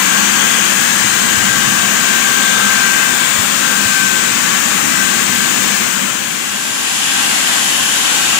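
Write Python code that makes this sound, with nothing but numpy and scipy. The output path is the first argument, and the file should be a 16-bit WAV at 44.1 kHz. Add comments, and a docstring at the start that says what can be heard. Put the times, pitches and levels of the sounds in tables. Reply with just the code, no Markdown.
"""A big band saw rips a log in a sawmill shed. The stereo microphone starts beside the control desk:
each tooth tears off a chip, so the cut rasps, hisses and whines at the tooth rate over the drone of frame
and drive. From about 1 s come a few dull bumps, and the cut fades a little as the microphone turns to the
controls. Near 4.5 s the loaded blade slows and the whine sags, then recovers. From about 6 s a slow
dissolve leads to the aisle behind the operator, where the same saw runs on."""
import sys
import numpy as np
from scipy import signal
from scipy.fft import rfft, irfft, next_fast_len
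from scipy.io import wavfile
from scipy.ndimage import uniform_filter1d, minimum_filter1d, map_coordinates

SR = 44100
rng = np.random.default_rng(int(sys.argv[2]) if len(sys.argv) > 2 else 0)


def master(y):
    """Save y as 16-bit WAV."""
    cut = np.clip(np.atleast_2d(y).T, -1, 1)
    pcm = np.round(cut * 32767)  # scale
    wavfile.write(sys.argv[1], SR, pcm.astype(np.int16))


N = 369999
TEETH_PER_BEND, TEETH_PER_LOOP = 25, 448

# How alike the shed sounds at the two microphones. Each row: frequency in Hz, likeness from 0 to 1.
MIC_LIKENESS = [(40, .2), (100, 0.13), (210, 1), (350, 0.62), (600, 0.72), (1050, 0.58), (1600, 0.27),
                (3000, 0.14), (7000, 0.02)]
# Colour of the saw frame from the desk and from the aisle.
# Each row: frequency in Hz, relative level in dB on the left, the same on the right.
FRAME_AT_DESK = [(25, -69, -78), (60, -64.5, -83), (104, -60.5, -60), (176.6, -54.5, -50.5),
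                 (197.3, -39.5, -41), (237, -50, -42.5), (278, -47.5, -50.5), (350, -50.5, -49),
                 (433, -52.5, -57)]
FRAME_IN_AISLE = [(25, -76, -79), (70, -62, -67), (118.94, -61, -66), (165, -57, -60.5),
                  (235, -51.5, -52.5), (310, -50, -58.5), (395, -60, -57), (430, -55, -71)]
# The frame's drone at the desk. Each row: time in seconds, level in dB before the dissolve's fader.
DESK_DRONE = [(.5, -28), (3.5, -30.5), (4.1, -30), (5, -28), (6.2, -28)]
# The machine rumbles more for a moment. Each row: middle in seconds, half length in seconds, rise in dB.
RUMBLE_RISES = [(1.54, 0.42, 7.5), (4.95, 0.26, 3), (8.35, 0.27, 4)]
# Dull bumps in the machine. Each row: start in seconds, peak in dB before panning, pitch in Hz.
MACHINE_BUMPS = [(1.043, -25, 115), (1.372, -22.5, 103), (3.385, -25, 100.6), (3.85, -26, 97),
                 (4.367, -37, 131), (5.291, -27, 142)]
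# The blade rubs in the kerf. Each row: middle in seconds, half length in seconds, centre in Hz,
# width in Hz, level in dB before panning.
KERF_RUBS = [(.5, 1, 6534, 330, -23), (2.5, .7, 6596, 160, -30), (2.5, 0.22, 3570, 450, -27),
             (3.498, 0.5, 8200, 170, -29), (4.0, .6, 7280, 240, -29.5), (7.6, .9, 7200, 150, -29),
             (7.85, .35, 3070, 450, -28)]
# The blade slows under load and picks up again. Each row: time in seconds, teeth passing per second.
TOOTH_RATE = [(0, 1577), (.7, 1584), (2.5, 1569), (3.4, 1577), (3.9, 1563), (4.45, 1526), (5.1, 1559),
              (6.2, 1580), (7.2, 1571), (7.7, 1558), (8.39, 1556)]
# Sidebands from the uneven blade. Each row: steps of the bend rate from the tooth tone, relative dB.
BEND_SIDEBANDS = [(-2, -11), (-1, -3), (1, 0), (2, -8)]
# The whine swells as the microphone moves through the shed's standing waves.
# Each row: middle in seconds, half length in seconds, level on the left in dB.
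WHINE_SWELLS = [(.13, 0.078, -18), (.46, .2, -27), (1.553, 0.21, -20), (2.25, 0.45, -19),
                (2.85, 0.35, -16.5), (3.684, .06, -20), (4.023, 0.23, -16.5), (4.55, .08, -33),
                (5.04, 0.14, -20), (5.417, .08, -21), (5.9, .12, -33), (6.7, .15, -35), (7.22, 0.2, -29)]
# Resonances of the steel guards and guides. Each row: centre in Hz, width in Hz, boost in dB.
GUARD_RESONANCES = [(485, 23, 1.5), (574, 50, 2.5), (808, 110, 4.5), (1038, 25, 5), (1124, 29, 6),
                    (1200, 28, 1.5), (1340, 31, 2), (1970, 44, 2.5), (2360, 28, 5), (2560, 90, 1)]
# Colour of the cut from the desk and from the aisle.
# Each row: frequency in Hz, relative level in dB on the left, the same on the right.
CUT_AT_DESK = [(400, -52.5, -57.5), (844, -56.5, -60.5), (1120, -51, -55.5), (1700, -43.5, -50.5),
               (1910, -47.5, -62), (3080, -47.5, -61), (4510, -54.5, -68), (5600, -54, -75.5),
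               (6860, -47, -74.5), (7810, -49, -96), (9440, -57, -82), (13500, -67.5, -91),
               (14840, -54, -74), (15400, -56.5, -70)]
CUT_IN_AISLE = [(400, -58, -60.5), (1185, -55.5, -60), (1580, -48, -52), (2100, -54, -58.5),
                (2810, -46.5, -53.5), (4170, -55.5, -57), (5700, -55, -57), (7070, -48, -59),
                (8160, -52, -65), (9400, -59.5, -62), (10770, -62, -54.5), (13700, -73, -72),
                (14700, -63, -64), (15400, -65, -67)]
# The microphone turns from the cut to the controls. Each row: time in seconds, change of the rasp in dB.
MIC_FACING = [(.5, 0), (1.3, -1.1), (2.7, -0.3), (3.5, -2.1), (5.6, -2), (6.3, -3)]


def amp(db):
    """Decibels to gain."""
    return 10 ** (np.asarray(db) / 20)


def unit_rms(x):
    """The signal at rms 1."""
    return x / np.sqrt(np.mean(x ** 2) + 1e-20)


def over_frequency(rows, hz):
    """Each column after the frequency, read on a log axis."""
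    knots_hz, *columns = np.transpose(rows)
    return np.array([np.interp(np.log(hz + 1), np.log(knots_hz + 1), column) for column in columns])


def over_time(rows):
    """One value per sample from rows of seconds and value."""
    return np.interp(np.arange(N) / SR, *np.transpose(rows))


def bell(middle_s, half_s):
    """A smooth rise to 1 and fall."""
    return np.exp(-((np.arange(N) / SR - middle_s) / half_s) ** 2)


def wobble(rate):
    """A smooth random curve, rate knots a second."""
    return map_coordinates(rng.standard_normal(int(N * rate / SR) + 4), [np.arange(N) * rate / SR])


def filtered(x, response):
    """The signal through a complex response of frequency."""
    size = next_fast_len(N + SR // 2)
    return irfft(rfft(x, size) * response(np.fft.rfftfreq(size, 1 / SR)), size)[..., :N]


def below(hz, edge_hz):
    """A steep low-pass curve, one half at the edge."""
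    return 1 / (1 + (hz / edge_hz) ** 12)


def resonance(hz, centre_hz, width_hz):
    """A peak of height 1, its width taken at half height."""
    return 1 / (1 + (2 * (hz - centre_hz) / width_hz) ** 2)


def levelled(pair, low_hz, high_hz):
    """A stereo pair scaled so that one band of its mid signal has rms 1."""
    return pair / np.std(filtered(pair.mean(0), lambda hz: (hz > low_hz) & (hz < high_hz)))


def compressed(x, strength=0.29):
    """A fast compressor: the gain drops whenever the last few milliseconds were loud."""
    power = np.abs(uniform_filter1d(x ** 2, 140))
    return x * (power / power.mean(-1, keepdims=True) + 1e-6) ** (-strength / 2)


def in_shed(source, lag_s=0.000928):
    """Direct sound reaches the left microphone late; the shed's diffuse field differs at the two."""
    likeness = lambda hz: over_frequency(MIC_LIKENESS, hz)
    arrival = lambda hz: np.exp(-2j * np.pi * hz * np.array([[lag_s], [0]]))
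    direct = filtered(source, lambda hz: np.sqrt(likeness(hz)) * arrival(hz))
    diffuse = filtered(rng.standard_normal((2, N)), lambda hz: np.sqrt(1 - likeness(hz)))
    return direct + diffuse


def reflections(pair, depth_db):
    """Reflections among the machines shift as the microphone moves, so narrow bands swell and fade."""
    bands = signal.stft(pair, nperseg=1024)[2]
    patches = uniform_filter1d(rng.standard_normal(bands.shape), 3, axis=1)  # smooth across frequency
    patches = uniform_filter1d(patches, 22, axis=2)  # and across time
    return signal.istft(bands * amp(depth_db * unit_rms(patches)), nperseg=1024)[1][:, :N]


def frame(colour, drone_db, rumble_db):
    """Wheels and drive shake the saw frame, which booms near 200 Hz over a rumble that rises at times."""
    shaking = in_shed(rng.standard_normal(N))
    body = filtered(shaking, lambda hz: amp(over_frequency(colour, hz)) * np.sqrt(below(hz, 410)))
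    rumble = filtered(body, lambda hz: below(hz, 160))
    drone = amp(drone_db) * levelled(body - rumble, 160, 280)
    rise_db = sum(db * bell(middle_s, half_s) for middle_s, half_s, db in RUMBLE_RISES)
    return drone + amp(rumble_db + rise_db) * levelled(rumble, 60, 150)


def bumps(t60_s=0.087, attack_s=0.006):
    """Soft, heavy knocks that ring only a few cycles, a little right of centre."""
    knocks = np.zeros(N + SR)
    t = np.arange(SR // 2) / SR
    for start_s, db, hz in MACHINE_BUMPS:
        ring = np.sin(2 * np.pi * hz * t) * amp(-60 * t / t60_s) * (1 - np.exp(-t / attack_s))
        knocks[round(start_s * SR):][:len(t)] += amp(db) * ring / np.abs(ring).max()
    return knocks[:N] * amp([[-2], [2]])


def sizzle():
    """Rubbing in the kerf stirs the blade's high modes: swells of narrow noise, far to the left."""
    rubs = np.zeros((2, N))
    for middle_s, half_s, centre_hz, width_hz, db in KERF_RUBS:
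        ring = filtered(rng.standard_normal((2, N)), lambda hz: resonance(hz, centre_hz, width_hz))
        rubs += unit_rms(ring) * amp(db) * bell(middle_s, half_s)
    return rubs * amp([[4], [-20]])


def tooth_line(teeth, step, scatter):
    """The tooth tone (step 0) or one of its sidebands; the walls make it shimmer."""
    cycles = teeth * (1 + step / TEETH_PER_BEND)
    shimmer = 1 + scatter * np.array([wobble(18) + 1j * wobble(16) for mic in range(2)])
    lag_cycles = np.array([[0], [(step - 1) / 5]])  # each line has its own phase at the right microphone
    return np.sqrt(2) * np.real(shimmer * np.exp(2j * np.pi * (cycles - lag_cycles)))


def whine_swells(teeth, right_db=-16.5):
    """The whine swells and fades, mostly on the left, as the microphone moves through standing waves."""
    swells = sum(amp(db) * bell(middle_s, half_s) for middle_s, half_s, db in WHINE_SWELLS)
    return swells * tooth_line(teeth, step=0, scatter=0.15) * amp([[0], [right_db]])


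def whine(teeth, tone_db, sidebands_db, right_db, drift_db=1.9):
    """The steady tooth tone; bends in the blade add fluttering sidebands, and each line drifts in level."""
    lines = [(0.00039, tone_db)] + [(step, sidebands_db + db) for step, db in BEND_SIDEBANDS]
    pair = sum(amp(db + drift_db * wobble(4)) * tooth_line(teeth, step, scatter=0.45) for step, db in lines)
    return pair * amp([[0], [right_db]])


def guards_db(hz):
    """How much the steel around the cut lifts each frequency."""
    return sum(db * resonance(hz, centre_hz, width_hz) for centre_hz, width_hz, db in GUARD_RESONANCES)


def blade_pattern(teeth, points_per_tooth=28):
    """Every tooth has its own set and edge, so this rasp comes round again with each loop of the blade."""
    edges = rng.standard_normal(TEETH_PER_LOOP * points_per_tooth)
    position = teeth % TEETH_PER_LOOP * points_per_tooth
    return unit_rms(map_coordinates(edges, [position], mode="grid-wrap"))


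def chips(teeth, bite=0.68):
    """A burst of tearing noise for each tooth that enters the wood."""
    return unit_rms(rng.standard_normal(N) * (1 + bite * np.cos(2 * np.pi * teeth)))


def cut(teeth, colour, rasp_db, hiss_db, loop_share, reflections_db, grain_db=0.29):
    """Tearing wood rasps, fluttering with the grain; above it hisses a dense spray of sawdust."""
    pattern = np.array([blade_pattern(teeth), blade_pattern(teeth)])
    tearing = np.sqrt(1 - loop_share) * in_shed(chips(teeth)) + np.sqrt(loop_share) * pattern
    tearing = reflections(tearing, reflections_db)
    tone = lambda hz: amp(over_frequency(colour, hz) + guards_db(hz))
    wood = filtered(tearing, lambda hz: tone(hz) * np.sqrt(1 - below(hz, 410)))
    rasp = filtered(wood, lambda hz: below(hz, 4300))
    hiss = levelled(compressed(wood - rasp), 5500, 9000)
    rasp = levelled(rasp, 900, 1450)
    return rasp * amp(rasp_db + grain_db * wobble(16)) + hiss * amp(hiss_db)


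def saw_from_desk(teeth):
    """Microphone beside the controls: rasp, hiss and sidebands follow how squarely it faces the cut."""
    facing_db = over_time(MIC_FACING)
    wood = cut(teeth, CUT_AT_DESK, rasp_db=-24 + facing_db, hiss_db=-19 + 0.4 * facing_db,
               loop_share=0.17, reflections_db=1.66)
    blade = whine(teeth, tone_db=-32.5, sidebands_db=-26.5 + 3.2 * facing_db, right_db=-4)
    return wood + blade + frame(FRAME_AT_DESK, drone_db=over_time(DESK_DRONE), rumble_db=-41.5)


def saw_from_aisle(teeth):
    """Microphone in the aisle behind the operator, where the cut holds steady."""
    wood = cut(teeth, CUT_IN_AISLE, rasp_db=-28.5, hiss_db=-21, loop_share=0.16, reflections_db=1.6)
    blade = whine(teeth, tone_db=-33, sidebands_db=-41, right_db=-2.5)
    return wood + blade + frame(FRAME_IN_AISLE, drone_db=-35.5, rumble_db=-46)


def scene():
    """The desk position fades down as the aisle fades up, so the level dips between them."""
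    teeth = np.cumsum(over_time(TOOTH_RATE)) / SR  # count of teeth that have passed
    desk_fader = over_time([(5.75, 0.9), (6.2, 0.56), (6.75, 0.22), (7, 0.16)])
    aisle_fader = over_time([(6.15, 0.032), (6.3, 0.22), (6.75, 0.57), (7.25, 0.94)])
    saw = desk_fader * saw_from_desk(teeth) + aisle_fader * saw_from_aisle(teeth)
    return saw + whine_swells(teeth) + sizzle() + bumps()


def record(dry, drive_db=0.66, ceiling=0.98, window_samples=30, top_hz=15600):
    """A fast limiter holds each channel's peaks near full scale; nothing is kept above the band limit."""
    loud = dry * amp(drive_db)
    needed_gain = np.minimum(1, ceiling / (np.abs(loud) + 1e-9))
    gain = uniform_filter1d(minimum_filter1d(needed_gain, window_samples), window_samples)
    return filtered(loud * gain, lambda hz: hz < top_hz)


dry = scene()
out = record(dry)
master(out)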